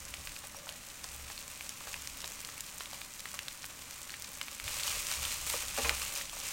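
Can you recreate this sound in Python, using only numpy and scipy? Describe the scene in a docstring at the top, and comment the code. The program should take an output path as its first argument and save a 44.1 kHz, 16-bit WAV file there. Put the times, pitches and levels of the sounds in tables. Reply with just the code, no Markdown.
"""A home kitchen, one microphone close to a hot nonstick wok of ham and egg on a gas ring.
Cooked rice is pushed in from a bowl and lands in soft clumps. Steam bubbles burst in the fat as a
sizzle, and drops explode in sharp spits. From 4.64 s a plastic spatula turns the food over: the sizzle
swells with each stroke and the blade knocks on the wok. Underneath, the flame flutters and the wok
booms when nudged on its ring; tiles and cupboards add a short tail."""
import sys
import numpy as np
from scipy import signal
from scipy.fft import rfft, irfft, next_fast_len
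from scipy.io import wavfile
from scipy.ndimage import uniform_filter1d

SR = 44100
rng = np.random.default_rng(int(sys.argv[2]) if len(sys.argv) > 2 else 0)


def transcribe(u):
    """Save the signal u as a 16-bit wav file named by the first command-line argument.

    u: samples, shape (n,) or (channels, n), limited to [-1, 1]; the rate is SR.
    q: integer samples, one column per channel.
    """
    v = np.clip(np.atleast_2d(u).T, -1, 1)
    q = np.round(v * 32767).astype(np.int16)
    wavfile.write(sys.argv[1], SR, q)


N = 287532
TIME = np.arange(N) / SR
STIR_START_S = 4.64

def from_db(db):
    return 10 ** (np.asarray(db) / 20)

def unit_rms(x):
    return x / np.sqrt(np.mean(x ** 2) + 1e-20)

def butterworth(x, hz, kind="band", order=2):
    return signal.lfilter(*signal.butter(order, hz, kind, fs=SR), x)

def resonate(x, hz, width_hz):
    """A resonance with gain 1 at its peak."""
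    return signal.lfilter(*signal.iirpeak(hz, hz / min(width_hz, SR / 4), fs=SR), x + 1e-18)

def colour(x, spectrum):
    """Shapes a signal by a spectrum drawn on a log-frequency axis; rms 1."""
    size = next_fast_len(N)
    hz, db = np.transpose(spectrum)
    bin_hz = np.arange(size // 2 + 1) * SR / size
    gain = from_db(np.interp(np.log(bin_hz + 1e-9), np.log(hz), db))
    return unit_rms(irfft(rfft(x, size) * gain, size)[:N])

def swell(start_s, length_s, attack_s, release_s):
    """An envelope that rises, holds until its length is over and dies away."""
    age = TIME - start_s
    return np.clip(age / attack_s, 0, 1) * np.exp(-np.maximum(age - length_s, 0) / release_s)

def grains(per_s, spread_db, max_spreads):
    """Clicks at random moments, many small and a few large."""
    sizes = from_db(spread_db * np.minimum(rng.exponential(1, N), max_spreads))
    return sizes * rng.choice([-1, 1], N) * (rng.random(N) < per_s / SR)

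def contact(start_s, fade_s):
    """Rough contact force that starts at once and dies away."""
    age = np.maximum(TIME - start_s, 0)
    return (TIME > start_s) * np.exp(-np.minimum(age / fade_s, 40)) * rng.standard_normal(N)

# Tone of the frying fat, close up: frequency_hz, level_db
SIZZLE_SPECTRUM = [(300, -10.5), (600, -10), (1000, 1), (1700, -4.5), (2400, 3), (3300, -0.5), (5000, -1),
                   (6500, 1.5), (9000, 0.5), (10700, -6), (12000, -4.5), (16000, -6)]
# Tone of droplets on bare metal: frequency_hz, level_db
TICK_SPECTRUM = [(500, -24), (2500, -5), (8000, 7), (11000, -3), (16000, 5)]

def sizzle(sizzle_db, stirring):
    """Crackle over a fine hiss; turning the food wets the hot metal and multiplies the bursts."""
    bursts = steam_bursts(per_s=1500 + 3000 * stirring, spread_db=4, sharpness=1.37, max_spreads=3.8)
    crackle = colour(bursts, SIZZLE_SPECTRUM)
    hiss = colour(rng.standard_normal(N), SIZZLE_SPECTRUM)
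    # droplets on bare metal go off as lone bright ticks, which the stirred food partly smothers
    droplets = steam_bursts(per_s=70, spread_db=5.5, sharpness=2, max_spreads=2.2)
    ticks = from_db(-9 - 3 * stirring) * colour(droplets, TICK_SPECTRUM)
    frying = (from_db(-1.5) * crackle + from_db(-2) * hiss) * flares()
    return from_db(sizzle_db - 2 - 2.57 * stirring) * (frying + ticks)

def steam_bursts(per_s, spread_db, sharpness, max_spreads):
    """Tiny steam bubbles burst in the fat, each a cycle or two at one of 14 pitches."""
    pitches_hz = np.geomspace(1300, 14000, 14)
    clicks = grains(per_s, spread_db, max_spreads)
    choice = rng.integers(0, len(pitches_hz), N)
    return sum(resonate(clicks * (choice == k), hz, hz / sharpness) for k, hz in enumerate(pitches_hz))

def flares(per_s=52, fade_s=0.0034, depth=2.25):
    """Moisture reaching the metal lifts the sizzle at once; it dies back as the water boils off."""
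    wetting = (rng.random(N) < per_s / SR) * rng.uniform(.3, 1, N)
    steam = signal.lfilter([1], [1, -np.exp(-1 / (fade_s * SR))], wetting + 1e-18)
    return unit_rms(np.sqrt(1 + depth * steam))

# Sizzle of the undisturbed food: time_s, relative_db
SIMMER_LEVELS = [(0.0, -49.5), (0.31, -47), (0.51, -51.5), (1.11, -48.5), (1.23, -48.5), (2.38, -47),
                 (3.04, -49.5), (4.43, -48.5), (4.6, -48)]
# Spatula strokes spreading food over the hot metal: start_s, length_s, relative_db
SPATULA_STROKES = [(4.644, 0.16, -39), (4.821, 0.13, -36), (5.042, 0.063, -37.5), (5.188, .11, -37),
                   (5.445, 0.11, -36), (5.727, 0.16, -37.5), (5.975, 0.037, -39), (6.128, 0.06, -39),
                   (6.416, .07, -41)]

def frying_level(stirring, between_strokes_db=-40.5, toss_s=6.285, toss_width_s=0.07):
    """Relative sizzle in dB: steady frying, a rise for each wet clump and each stroke, a dip at a toss."""
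    simmer_db = np.interp(TIME, *np.transpose(SIMMER_LEVELS)) + 1.5
    power = from_db(np.where(stirring, between_strokes_db, simmer_db)) ** 2
    for start_s, db in RICE_CLUMPS:
        power += (from_db(db - 4.5) * swell(start_s, 0.012, attack_s=0.012, release_s=0.049)) ** 2
    for start_s, length_s, db in SPATULA_STROKES:
        power += (from_db(db) * swell(start_s, length_s, attack_s=0.038, release_s=0.12)) ** 2
    dip_db = 5 * np.exp(-((TIME - toss_s) / toss_width_s) ** 2)  # tossed food leaves the metal
    return 10 * np.log10(power) - dip_db

# The loudest snaps, of fat and of the spatula's edge: start_s, relative_db, pitch_hz, length_cycles
LOUD_SPITS = [(0.14, -13, 2530, 2), (0.273, -13.5, 2500, 0.77), (0.364, -16.5, 2500, 3.5),
              (0.6914, -13.5, 2950, 1.2), (1.0425, -14.5, 5240, 1), (1.3012, -17.5, 1250, 1.5),
              (1.609, -14.5, 2280, 1.3), (1.693, -12.5, 7460, 3.1), (1.8726, -23, 1290, .7),
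              (1.942, -11, 2500, 2.6), (2.0738, -12, 5600, .8), (2.2433, -14.5, 3840, 1.5),
              (2.4487, -15.5, 3700, 1.8), (2.4893, -17.5, 1900, 0.69), (2.607, -12.5, 7500, 2.7),
              (2.8075, -15, 2620, 5.3), (2.9329, -19.5, 4700, 1.4), (3.0162, -15.5, 2390, 1.7),
              (3.2564, -13, 1910, 1.5), (3.3422, -17.5, 7440, 2.5), (3.391, -9.5, 2700, 0.55),
              (3.4829, -10.5, 3620, 0.63), (3.643, -16, 2500, 1.4), (3.9097, -18, 6600, 2.1),
              (4.0952, -17.5, 3360, 1.9), (4.1401, -14.5, 2350, 8.7), (4.2226, -15.5, 8750, 1.9),
              (4.4134, -8.5, 2950, 4), (4.4828, -15, 2300, 1.7), (4.5995, -13, 2240, .6),
              (4.6794, -11, 2500, 3.2), (4.7976, -11.5, 2900, 1.9), (4.8787, -10, 3000, 3),
              (5.0687, -11.5, 5500, 3), (5.1147, -9.5, 5540, 3), (5.2514, -9.5, 3000, 3.5),
              (5.8485, -10.5, 2500, 7.8), (5.8943, 1, 2390, 1.3), (6.0183, -11.5, 2800, 2.8),
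              (6.2116, -13.5, 2600, 4.6)]

def spits(drops, gain_db=-2.2, fizz_s=0.0029, size=3072):
    """A drop explodes with one snap, spatters for a few cycles and fizzes out; its size sets the pitch."""
    out, t = np.zeros(N + size), np.arange(size) / SR
    for start_s, db, hz, cycles in drops:
        noise = rng.standard_normal(size)
        spatter = noise * np.exp(-t * hz / (1.3 * max(cycles - .6, .1))) * (t > .5 / hz)
        burst = (t == 0) + np.sqrt(hz / SR) * spatter
        snap = butterworth(resonate(burst, hz, hz), [hz / 5, min(hz * 2.4, 16000)])
        ring = resonate(snap, hz, hz / 13)  # the opened bubble
        crack = butterworth(burst, [1.3 * hz, 16000])  # the tearing film
        fizz = butterworth(noise * np.exp(-t / fizz_s), [1500, 9000])  # spray falls back on hot metal
        at = int(start_s * SR)
        for part, part_db in [(snap, 0), (ring, -10), (crack, -10.5), (fizz, -6)]:
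            out[at:at + size] += from_db(db + gain_db + part_db) * part / np.linalg.norm(part)
    return out[:N]

def small_drops(swing_db, per_s=9, middle_hz=6140, spread_octaves=0.72):
    """Smaller drops spit at random, louder as the sizzle grows; rows like those of LOUD_SPITS."""
    when, strength, pitch, length = rng.uniform(-1, 1, (int(per_s * N / SR), 4)).T
    start_s = (when + 1) / 2 * TIME[-1]
    db = -18.5 + 2 * strength + 0.53 * np.interp(start_s, TIME, swing_db)
    hz = middle_hz * 2 ** (spread_octaves * pitch)
    cycles = 2.3 * 2 ** length
    return list(zip(start_s, db, hz, cycles))

# Rice landing in the wok: start_s, relative_db
RICE_CLUMPS = [(0.14, -50), (0.438, -43.5), (0.546, -46.5), (0.669, -45.5), (1.042, -42.5), (1.3, -41.5),
               (1.808, -44.5), (1.871, -39), (1.959, -47), (2.24, -41), (2.806, -40), (2.93, -41),
               (3.255, -46), (3.339, -42.5), (3.64, -49), (5.114, -37), (6.175, -44), (6.33, -43),
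               (6.367, -47)]

def rice_clumps():
    """Lumps of rice land with a dull pat that sets the hollow of the wok ringing."""
    force = sum(from_db(db) * contact(start_s, fade_s=0.0063) for start_s, db in RICE_CLUMPS)
    pat = butterworth(force, [616, 1500])
    return from_db(12.5) * pat + from_db(2.5) * hollow_ring(force)

# The blade meeting the wok: start_s, relative_db, scrape_s, cutoff_hz, pitch_ratio
SPATULA_BLOWS = [(5.539, -28.5, 0.0045, 814, 1.02), (5.777, -29, 0.021, 2000, .975),
                 (5.846, -30.5, 0.028, 2700, .865), (5.899, -36.5, 0.021, 2400, 1.0)]
# Modes of the struck wok: pitch_hz, relative_db, t60_s
METAL_MODES = [(260.5, -14, 0.17), (335, -12.5, 0.097), (466, -9.5, 0.049), (552, -1.5, 0.028),
               (663, -22, 0.097), (802, -10, 0.3), (950, -18, 0.046), (1186, -5, 0.13), (1192, 1.5, 0.054),
               (1760, -10, 0.15), (1800, -24, .08), (2200, -10, 0.06), (2890, -4.5, 0.044)]

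def spatula_knocks(ring_db=33, scrape_db=4):
    """The plastic blade hits and skids; its pressure and the food damp and shift the wok's modes."""
    out = np.zeros(N)
    for start_s, db, scrape_s, cutoff_hz, pitch_ratio in SPATULA_BLOWS:
        push = contact(start_s, scrape_s)
        push[int(start_s * SR)] += 10  # the hit before the skid
        force = from_db(db) * butterworth(push, cutoff_hz, "low")
        for k, (hz, mode_db, t60_s) in enumerate(METAL_MODES):
            mode = resonate(force, hz * pitch_ratio, width_hz=np.log(1000) / (np.pi * t60_s))
            out += (-1) ** k * from_db(mode_db + ring_db) * np.sqrt(t60_s) * mode
        out += from_db(scrape_db) * butterworth(force, 230, "high")
    return out

def spatula_squeak(at_s=.566, pitch_hz=5660, width_s=.006, level_db=-44):
    """The spatula sticks and slips once on the bowl."""
    envelope = np.exp(-((TIME - at_s) / width_s) ** 2)
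    return from_db(level_db) * envelope * np.sin(2 * np.pi * pitch_hz * TIME)

# Resonances of the air in the bowl of the wok: pitch_hz, width_hz, relative_db
HOLLOW_MODES = [(580, 100, 2), (1145, 160, 0), (790, 200, -7), (1500, 300, -10)]

def hollow_ring(force):
    """The air in the wok rings in answer to a force."""
    return sum(from_db(db) * resonate(force, hz, width_hz) for hz, width_hz, db in HOLLOW_MODES)

def grain_patter(swing_db):
    """Grains shifting and frying ring the hollow, following part of the sizzle's swing."""
    patter = grains(per_s=1500, spread_db=8.5, max_spreads=3.75)
    return from_db(-60 + 0.65 * swing_db) * unit_rms(hollow_ring(patter))

def rice_slide():
    """Loose grains rub down the wall and keep the lowest resonance of the hollow ringing."""
    hz, width_hz, _ = HOLLOW_MODES[0]
    rubbing = grains(per_s=1500, spread_db=3, max_spreads=3)
    ringing = resonate(resonate(rubbing, hz, width_hz), hz, 2 * width_hz)
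    envelope = swell(start_s=.545, length_s=.2, attack_s=0.012, release_s=.05)
    return from_db(-59.5) * envelope * unit_rms(ringing)

# Tone of the flame under the wok: frequency_hz, level_db
FLAME_SPECTRUM = [(20, -2.5), (32, 7.5), (48, -5), (68, -3), (100, -4), (150, -10), (300, -52), (600, -57)]
# The wok nudged on its ring: start_s, length_s, level_db
WOK_NUDGES = [(0.0, 0.27, -54.5), (1.057, 0.19, -53.5), (1.842, 0.38, -59), (4.61, .07, -50),
              (4.875, .09, -51), (5.152, 0.06, -47), (5.33, 0.48, -53.5), (5.822, 0.055, -42),
              (6.2, .2, -58.5)]

def flame_rumble(flame_db=-62.5, boom_hz=67.3):
    """Low flutter of the flame; each nudge swells it and brings out the boom under the wok."""
    power = from_db(flame_db) ** 2
    for start_s, length_s, db in WOK_NUDGES:
        power += (from_db(db) * swell(start_s, length_s, attack_s=.025, release_s=0.13)) ** 2
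    level_db = 10 * np.log10(power)
    boom = unit_rms(resonate(rng.standard_normal(N), boom_hz, width_hz=3.4))
    boom_db = -2 + .3 * (level_db - level_db.mean())
    rumble = colour(rng.standard_normal(N), FLAME_SPECTRUM) + from_db(boom_db) * boom
    running_rms = np.sqrt(uniform_filter1d(rumble ** 2, SR // 6))
    return from_db(level_db) * rumble / running_rms

def kitchen_reverb(direct, t60_s=.28, delay_s=0.0027, dull_hz=7650):
    """A diffuse tail from tiles and cupboards, duller than the direct sound."""
    t = TIME[:SR // 2]
    envelope = from_db(-60 * t / t60_s) * np.clip(t / delay_s - 1, 0, 1)
    tail = rng.standard_normal(len(t)) * envelope
    tail = butterworth(tail / np.linalg.norm(tail), dull_hz, "low", order=1)
    return from_db(-11) * signal.fftconvolve(direct, tail)[:N]

# Room tone around the microphone: frequency_hz, level_db
ROOM_SPECTRUM = [(20, -7), (60, -5), (125, 0), (200, -1), (280, -2.5), (420, -13.5), (800, -10),
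                 (2000, -6.5), (8000, -75)]

def room_tone():
    """The kitchen's air, a faint, steady, low hush."""
    return from_db(-58.5) * colour(rng.standard_normal(N), ROOM_SPECTRUM)

def scene():
    """The wok close to the microphone, the kitchen around it; mono."""
    stirring = TIME > STIR_START_S
    sizzle_db = frying_level(stirring)
    swing_db = sizzle_db - sizzle_db.mean()
    wok = sizzle(sizzle_db, stirring) + grain_patter(swing_db)
    wok += rice_clumps() + spatula_knocks() + rice_slide() + spatula_squeak()
    background = room_tone() + flame_rumble()
    wok += spits(LOUD_SPITS + small_drops(swing_db))
    return (wok + kitchen_reverb(wok) + background)[None]

def record(dry):
    """The treble is cut steeply above 15950 Hz."""
    return signal.sosfilt(signal.ellip(12, .1, 70, 15950, fs=SR, output="sos"), dry)

dry = scene()
out = record(dry)
transcribe(out)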